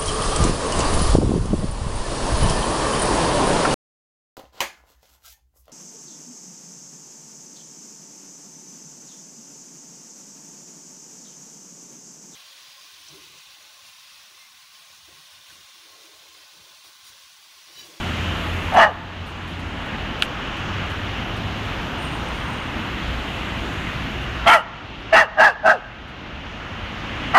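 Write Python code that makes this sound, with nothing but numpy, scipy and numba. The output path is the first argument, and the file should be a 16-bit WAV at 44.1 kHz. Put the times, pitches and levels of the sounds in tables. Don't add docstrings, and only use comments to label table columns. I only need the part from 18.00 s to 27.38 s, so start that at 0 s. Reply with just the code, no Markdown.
import sys
import numpy as np
from scipy import signal
from scipy.fft import rfft, irfft
from scipy.io import wavfile
from scipy.ndimage import uniform_filter1d, minimum_filter1d
from numba import njit

SR = 44100
rng = np.random.default_rng(int(sys.argv[2]) if len(sys.argv) > 2 else 0)


def bounce(signal):
    frames = np.transpose(np.atleast_2d(signal))
    limited = np.clip(frames, -1, 1)
    pcm = np.round(limited * 32767).astype(np.int16)
    wavfile.write(sys.argv[1], SR, pcm)


def invert_db(x):
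    u = np.asarray(x, float) / 20
    return 10 ** u


N = 413658

# time_s, level_db
TRAFFIC = [(0, 0.5), (.75, 0), (2, -1), (3.8, 0), (6.4, -0.5), (7.4, 1.5), (9.38, 0.5)]
# time_s, level_db
TOP_HISS = [(0, 8.5), (.75, 6), (1, 1.5), (2.1, -1.5), (4.1, 3), (4.7, 1), (5.6, 4.5), (6.45, 0.5), (6.7, -6),
            (7.9, -6), (9.38, 0.5)]
# frequency_hz, level_db
ROAD_SPECTRUM = [(12, -36), (20, -15), (48, 0), (86, -2), (126, -4.5), (269, -6.5), (421, -14),
                 (1250, -12.5), (2380, -16.5), (2890, -14), (4920, -33.5), (6690, -37), (8140, -49),
                 (8850, -49.5), (15900, -55)]
ROAD_DB = -27
RUMBLE_FOLLOWS = 0.83

# loudest_s, audible_span_s, firing_hz, pull_hz_per_s, level_db
CARS = [
    (.5, 1.7, 86.7, 4, -27.5),
    (1.5, 0.84, 86.6, -3, -30),
    (3.149, 1.56, 97.3, 11.5, -31),
    (5.4, 3.26, 60.2, -1, -35),
    (8.2, .6, 112, -4, -33),
    (8.6, 0.67, 95, 5.5, -34.5),
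    (9.4, 0.78, 101, -5.5, -33),
]
PASS_FADE_DB = 20

BRAKE_ON_S, BRAKE_OFF_S, BRAKE_DB, BRAKE_FADE_DB_PER_S = 3.99, 4.66, -55.5, 14
BRAKE_HZ, BRAKE_SAG_HZ_PER_S = 8750, 150
# time_s, extra_db, half_length_s
GRABS = [
    (4.05, 11, .012),
    (4.26, -11, .085),
    (4.287, 16, .01),
    (4.44, 1, .04),
    (4.482, 9, .01),
    (4.535, 6, .04),
]

# time_s, peak_db, length_s
PAW_STEPS = [(.04, -59.5, 0.037), (.74, -46, .04), (1.265, -49, 0.074), (1.477, -53, 0.089),
             (1.595, -53, .03), (1.86, -57, .03), (2.194, -54, .03), (2.222, -41, 0.047), (2.57, -57, .05),
             (2.897, -53, .05), (3.366, -53, .04), (3.65, -57, .04), (4.02, -52, .07), (5.73, -58, .06),
             (6.22, -56, .05), (7.0, -60, 0.042), (8.08, -54, 0.048)]

# time_s, peak_db, length_s, brightness_db
TWIG_CRACKS = [
    (2.222, -1, 0.00368, -8),
    (2.2264, -17, 0.0032, -14),
    (2.229, -20, 0.0022, -6),
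    (2.2317, -16, 0.0031, -10),
]
TWIG_FROM_HZ, TWIG_TO_HZ = 5730, 2120
KNOCK_HZ, KNOCK_DB, CRACK_DB = 1500, -8, -12

# start_s, attack_s, hold_s, level_db, pitch_hz
BARKS = [
    (0.712, .062, 0.091, -13.5, 672.4),
    (6.447, 0.033, .078, -13.5, 701.8),
    (7.116, .02, .092, -6, 662.9),
    (7.363, 0.039, 0.072, -11.5, 648.5),
    (7.623, .04, .06, -10.5, 654.3),
    (9.328, .026, .085, -16.5, 705.4),
]
# attack_swell_db, early_tone_db, tone_break_share_of_hold, hold_sag_db, release_s
PHRASING = [(34.2, -6, .3, 7, .056), (39, 0.5, .5, 4.5, .058), (50, 4.5, .4, 13.5, .034),
            (24, 2, .35, 1.5, .06), (26.8, -0.5, .3, 5.5, .058), (38.8, -10.5, 0.42, 2, .05)]
# tone_break_db, throat_hz, cheek_hz, mouth_hz, third_hz
GAPES = [(2, 834, 1260, 1774, 2950), (-19.5, 960, 1385, 2300, 3210), (-11, 907, 1286, 1870, 2800),
         (-14, 828, 1240, 1730, 2830), (1, 750, 1390, 1620, 2740), (3, 830, 1220, 2060, 2960)]
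# hoarseness_0_to_1, cheek_db, mouth_db, third_db, breath_db
COLOURS = [(.42, -3, -2, -0.5, -3.5), (.4, 4, -4, 2, 0.5), (.42, -1, 3.5, 4, 3),
           (.38, -5.5, 1.5, -5.5, -0.5), (.33, -7, -0.5, -8.5, -3.5), (0.4, 10.5, 0.5, -4.5, 2.5)]
# muffled_start_db, late_tone_db, mouth_drop_share, third_drop_share, facing_microphone_db
JAWS = [(-11.5, -4, .04, .02, -4), (1, 6, 0.19, 0.13, 6), (-0.5, 0.5, 0.14, .02, -1),
        (6, -5, 0.064, 0.062, -3), (0.5, 0.5, 0.039, .015, -8), (1.5, 0, .05, .02, 0)]
RASP_DB = (-1.5, 2, 1.5, 0, -2.5, 0.5)

PITCH_SHARE = (.92, 1.0, 1.0, 0.98, .96, .6)
CLEAR_DB = (0, 4.5, 0, 4, -1.2, 2)
BREAK_SHARE = (0.18, 0.15, 0.57, 0.52, 0, 0.6)
EARLY_SHARE = (0.92, 0.87, 0, 0, 0.61, 0.59)
LATE_SHARE = (0.43, 0.063, 0, 0.82, 0.85, 0)
HOARSE_SHARE = (.9, 1.0, 1.05, .95, .8, .2)
SAG_SHARE = (0, 0, 0.25, 1, 1.0, 0.68)
OPENING = (0, 0.21, 0.94, 1.0, 0.57, 0.12)
# level_db, then frequency_share
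CHEEK_DB = (-8, -17.5, 2, 3, -8.5, 5)
CHEEK_SHARE = (0.99, 1, 0.95, 0.95, 0.94, 0.92)
# level_db, then rise and drop of frequency, share
MOUTH_DB = (-12, -6, -2, 7.5, 0, -4.5)
MOUTH_RISE_SHARE = (0.98, 0.94, 0.96, 1.0, 0.97, 0.99)
MOUTH_DROP = (0.44, 0, 0, 0, 0.72, 1.0)
# level_db, then drop of frequency, share
THIRD_DB = (-23, -13, -9.5, -10, -14.5, -1)
THIRD_DROP = (.2, 0, 0.33, 0.31, 0.84, 0.71)
BREATH_DB = (-43, -22.5, -18, -11.5, -20.5, -17.5)
THROAT_SHUT_HZ = 742
WIDEST_AT, RELEASE_DB = 0.55, 28

WIDTHS_HZ = (120, 110, 110, 170)
# centre_hz, width_hz, level_db
UPPER = [(3330, 32, 3), (4130, 370, -1), (4880, 400, -17), (6090, 260, -2.5), (7400, 480, -24)]
# frequency_hz, level_db_per_hz
BREATH_SPECTRUM = [(2060, 4), (3500, 2.5), (4830, 3), (6680, -7.5), (8280, -13), (10700, -18.5),
                   (14400, -29), (15900, -30)]
# delay_s, level_db
ECHOES = [(.031, -17), (.058, -58), (.094, -39), (.14, -44), (.21, -57)]
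CEILING = 0.67


def rms_one(x):
    return x / np.sqrt(np.mean(x ** 2) + 1e-20)


def in_time(rows):
    s, *columns = np.transpose(rows)
    return [np.interp(np.arange(N) / SR, s, c) for c in columns]


def drift(rate):
    r = np.exp(-16 * np.pi * rate / SR)
    settle = 8000
    white = rng.standard_normal(N // 8 + settle + 2)
    slow = signal.lfilter([1], [1, -2 * r, r * r], white)[settle:]
    return np.interp(np.arange(N) / 8, np.arange(len(slow)), rms_one(slow))


def coloured(spectrum):
    hz, db = np.transpose(spectrum)
    grid = np.arange(N // 2 + 1) * SR / N + 1
    gain = invert_db(np.interp(np.log(grid), np.log(hz), db))
    return rms_one(irfft(rfft(rng.standard_normal(N)) * gain, N))


def band(x, low_hz, high_hz):
    return signal.sosfilt(signal.butter(2, [low_hz, high_hz], "band", fs=SR, output="sos"), x)


@njit
def resonate(x, hz, width_hz):
    r, y = np.exp(-np.pi * width_hz / SR), np.zeros(len(x))
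    for i in range(2, len(x)):
        driven = (1 - r * r) / 2 * (x[i] - x[i - 2])
        y[i] = driven + 2 * r * np.cos(2 * np.pi * hz[i] / SR) * y[i - 1] - r * r * y[i - 2]
    return y


def evened(x, span_s):
    return x / np.sqrt(uniform_filter1d(x ** 2, size=int(span_s * SR)) + 1e-12)


def street():
    (roar_db,), (hiss_db,) = in_time(TRAFFIC), in_time(TOP_HISS)
    rumble_db = RUMBLE_FOLLOWS * roar_db
    spectrum, out = rfft(coloured(ROAD_SPECTRUM)), 0
    octave = np.log2(np.arange(len(spectrum)) * SR / N + 1)
    for centre in np.arange(4, 14.6, 0.5):
        part = irfft(spectrum * np.clip(1 - 2 * abs(octave - centre), 0, 1), N)
        low = np.clip(9 - centre, 0, 1)
        high = np.clip(2 * centre - 25, 0, 1)
        swell_db = low * rumble_db + (1.5 - low - high) * roar_db + high * hiss_db
        out = out + part * invert_db(swell_db + 1.15 * drift(1.8))
    return invert_db(ROAD_DB) * out


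def engine():
    t, out = np.arange(N) / SR, 0
    wobble = 1 + 0.01597 * drift(10.0)
    swell_db = 2.4 * drift(5.2)
    for s, span, hz, pull, db in CARS:
        away = np.clip(2 * (t - s) / span, -2, 2)
        phase = 2 * np.pi * np.cumsum((hz + pull * away * span / 2) * wobble) / SR
        tone = np.sin(phase) + invert_db(-10.5) * np.sin(2 * phase)
        out = out + invert_db(db + swell_db - PASS_FADE_DB * away ** 4) * tone
    return out


def squeal():
    t = np.arange(N) / SR
    since = np.clip(t - BRAKE_ON_S, 0, 1)
    on = np.interp(t, [BRAKE_ON_S - 0.015, BRAKE_ON_S, BRAKE_OFF_S, BRAKE_OFF_S + 0.08], [0, 1, 1, 0])
    grab_db = sum(np.interp(t, [s - long, s, s + long], [0, extra_db, 0]) for s, extra_db, long in GRABS)
    db = BRAKE_DB - BRAKE_FADE_DB_PER_S * since + grab_db
    hz = BRAKE_HZ - BRAKE_SAG_HZ_PER_S * since
    whistle = resonate(resonate(rng.standard_normal(N), hz, 200.), hz, 300.)
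    return on * invert_db(db + 2.2 * drift(25)) * rms_one(whistle)


def paws():
    t = np.arange(N) / SR
    burst = sum(np.interp(t, [s - 0.004, s, s + max(long, 0.005)], [0, invert_db(db), 0])
                for s, db, long in PAW_STEPS)
    crackle = rng.standard_normal(N) * invert_db(1.5 * rng.exponential(1, N))
    return burst * rms_one(band(crackle, 3200, 11600))


def twig():
    out, spit = np.zeros(N), rms_one(band(rng.standard_normal(N), 4300, 9500))
    for s, db, long, bright_db in TWIG_CRACKS:
        t, at = np.arange(int(long * SR)) / SR, int(s * SR)
        late, early = at + len(t) // 3, at - len(t) // 5
        swell = invert_db(db) * np.sin(np.pi * t / long) ** 2
        falling_hz = TWIG_TO_HZ + (TWIG_FROM_HZ - TWIG_TO_HZ) * np.exp(-3.0 * t / long)
        out[at:][:len(t)] += swell * np.sin(2 * np.pi * np.cumsum(falling_hz) / SR)
        out[late:][:len(t)] += invert_db(KNOCK_DB) * swell * np.sin(2 * np.pi * KNOCK_HZ * t)
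        out[early:][:len(t)] += invert_db(CRACK_DB + bright_db) * swell * spit[at:][:len(t)]
    return out


def house_fronts(x):
    t = np.arange(int(0.9 * SR)) / SR
    reply = invert_db(-55.5 - 60 * t / 0.96) * rng.standard_normal(len(t)) * np.clip(t / 0.033, 0, 1)
    for s, db in ECHOES:
        reply[int(s * SR)] += invert_db(db)
    return signal.fftconvolve(x, band(reply, 300, 1900))[:N]


def bark_controls():
    rows, a = [], np.array
    for bark, gape, colour, phrase, jaw, rasp_db in zip(BARKS, GAPES, COLOURS, PHRASING, JAWS, RASP_DB):
        s, attack, hold, db, pitch_hz = bark
        break_db, throat_hz, cheek_hz, mouth_hz, third_hz = gape
        hoarse, cheek_db, mouth_db, third_db, breath_db = colour
        swell_db, early_db, break_at, sag_db, release = phrase
        muffled_db, late_db, mouth_drop, third_drop, facing_db = jaw
        muffled_db = muffled_db * a(EARLY_SHARE)
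        into_hold = hold * a([0, break_at, break_at + WIDEST_AT * (1 - break_at), 1])
        times = s + a([0, *(attack + into_hold), attack + hold + release])
        tone_db = break_db * a(BREAK_SHARE) + early_db * a(EARLY_SHARE) + late_db * a(LATE_SHARE)
        rows.append(np.transpose([
            times,
            db - sag_db * a(SAG_SHARE) - a([swell_db, 0, 0, 0, 0, RELEASE_DB]),
            THROAT_SHUT_HZ + (throat_hz - THROAT_SHUT_HZ) * a(OPENING),
            mouth_hz * (a(MOUTH_RISE_SHARE) - mouth_drop * a(MOUTH_DROP)),
            mouth_db + a(MOUTH_DB) + muffled_db,
            third_hz * (1 - third_drop * a(THIRD_DROP)),
            third_db + a(THIRD_DB) + muffled_db,
            breath_db + a(BREATH_DB) + 0.62 * muffled_db,
            pitch_hz * a(PITCH_SHARE),
            a(CLEAR_DB) + tone_db,
            hoarse * a(HOARSE_SHARE),
            cheek_hz * a(CHEEK_SHARE),
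            cheek_db + a(CHEEK_DB) + muffled_db,
            facing_db + 0 * times,
            rasp_db + 0 * times]))
    return in_time(np.vstack(rows))


def barks():
    (db, throat_hz, mouth_hz, mouth_db, third_hz, third_db, breath_db,
     pitch_hz, clear_db, hoarse, cheek_hz, cheek_db, facing_db, rasp_db) = bark_controls()
    hoarse, t = np.clip(hoarse, 0, 1), np.arange(N) / SR
    sounding = 0
    for (s, attack, hold, *_), (*_, release) in zip(BARKS, PHRASING):
        corners = s + np.cumsum([-0.002, 0.013, attack + hold + release - 0.011, 0.014])
        sounding = sounding + np.interp(t, corners, [0, 1, 1, 0])

    phase = np.cumsum(pitch_hz * (1 + 0.07 * hoarse * drift(120))) / SR
    cycle = np.cos(2 * np.pi * phase)
    uneven_db = 6 * hoarse * drift(200) + 5.0 * np.cos(2 * np.pi * phase / 3)
    closing = np.diff(np.floor(phase), prepend=0) * invert_db(uneven_db)
    puffs = rng.standard_normal(N) * (2.3 + cycle)
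    source = rms_one(closing) + 0.77 * hoarse * puffs

    voice = invert_db(clear_db + 2.5 + 2.6 * hoarse * drift(78)) * np.sin(2 * np.pi * phase)
    throat_db = np.minimum(0.5 - clear_db, 0)
    centres_hz = (throat_hz, cheek_hz, mouth_hz, third_hz)
    levels_db = (throat_db, cheek_db, mouth_db, third_db)
    for hz, width_hz, level_db, sign in zip(centres_hz, WIDTHS_HZ, levels_db, (1, -1, 1, -1)):
        ringing = resonate(resonate(source, hz, width_hz), hz, 2 * width_hz)
        voice = voice + sign * invert_db(level_db) * evened(ringing, 0.032)

    voice += invert_db(breath_db + 2 + 2 * drift(58)) * coloured(BREATH_SPECTRUM) * (1 + 0.25 * cycle)
    teeth_hiss = rms_one(band(puffs, 6400, 11700))
    voice += invert_db(breath_db + 2 * facing_db - 20) * teeth_hiss

    upper = 0
    for hz, width_hz, level_db in UPPER:
        ringing = rms_one(resonate(source, np.full(N, 1. * hz), 1. 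* width_hz))
        upper = upper + invert_db(level_db + 5.0 * drift(23)) * ringing
    high_pass = signal.butter(4, 2900, "high", fs=SR, output="sos")
    voice += invert_db(breath_db - 13.5) * signal.sosfilt(high_pass, upper)

    valleys = ((throat_hz + cheek_hz, cheek_db),
               (cheek_hz + mouth_hz, cheek_db + mouth_db),
               (mouth_hz + third_hz, 2 * third_db))
    for twice_hz, twice_db in valleys:
        rasp = resonate(resonate(rng.standard_normal(N), twice_hz / 2, 350.), twice_hz / 2, 500.)
        voice += invert_db(twice_db / 2 + rasp_db + 3.0) * hoarse * rms_one(rasp)
    voice += invert_db(-22.5) * rms_one(band(source, 133, 385))
    return invert_db(db + 13.5) * sounding * voice


def scene():
    dog = barks()
    background = street() + engine() + squeal()
    return (background + paws() + twig() + house_fronts(dog) + dog)[None]


@njit
def duck(over_db, attack, release_db):
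    cut, now = np.zeros(len(over_db)), 0.
    for i in range(len(over_db)):
        if over_db[i] > now:
            now = now + attack * (over_db[i] - now)
        else:
            now = max(now - release_db, 0.)
        cut[i] = now
    return cut


def top_cut(x):
    return signal.sosfilt(signal.butter(12, 16060, fs=SR, output="sos"), x)


def record(dry):
    level_db = 10 * np.log10(uniform_filter1d(dry[0] ** 2, size=220) + 1e-12)
    cut_db = duck(0.69 * (level_db + 16.0), 1 / (0.05 * SR), 8.5 / SR)
    x = dry[0] * invert_db(-cut_db)
    room = np.minimum(CEILING / (abs(x) + 1e-9), 1)
    limit = uniform_filter1d(minimum_filter1d(room, size=44), size=44)
    x = signal.sosfilt(signal.cheby2(12, 60, 16300, fs=SR, output="sos"), x * limit)
    return top_cut(x[None])


dry = scene()
out = record(dry)
bounce(out)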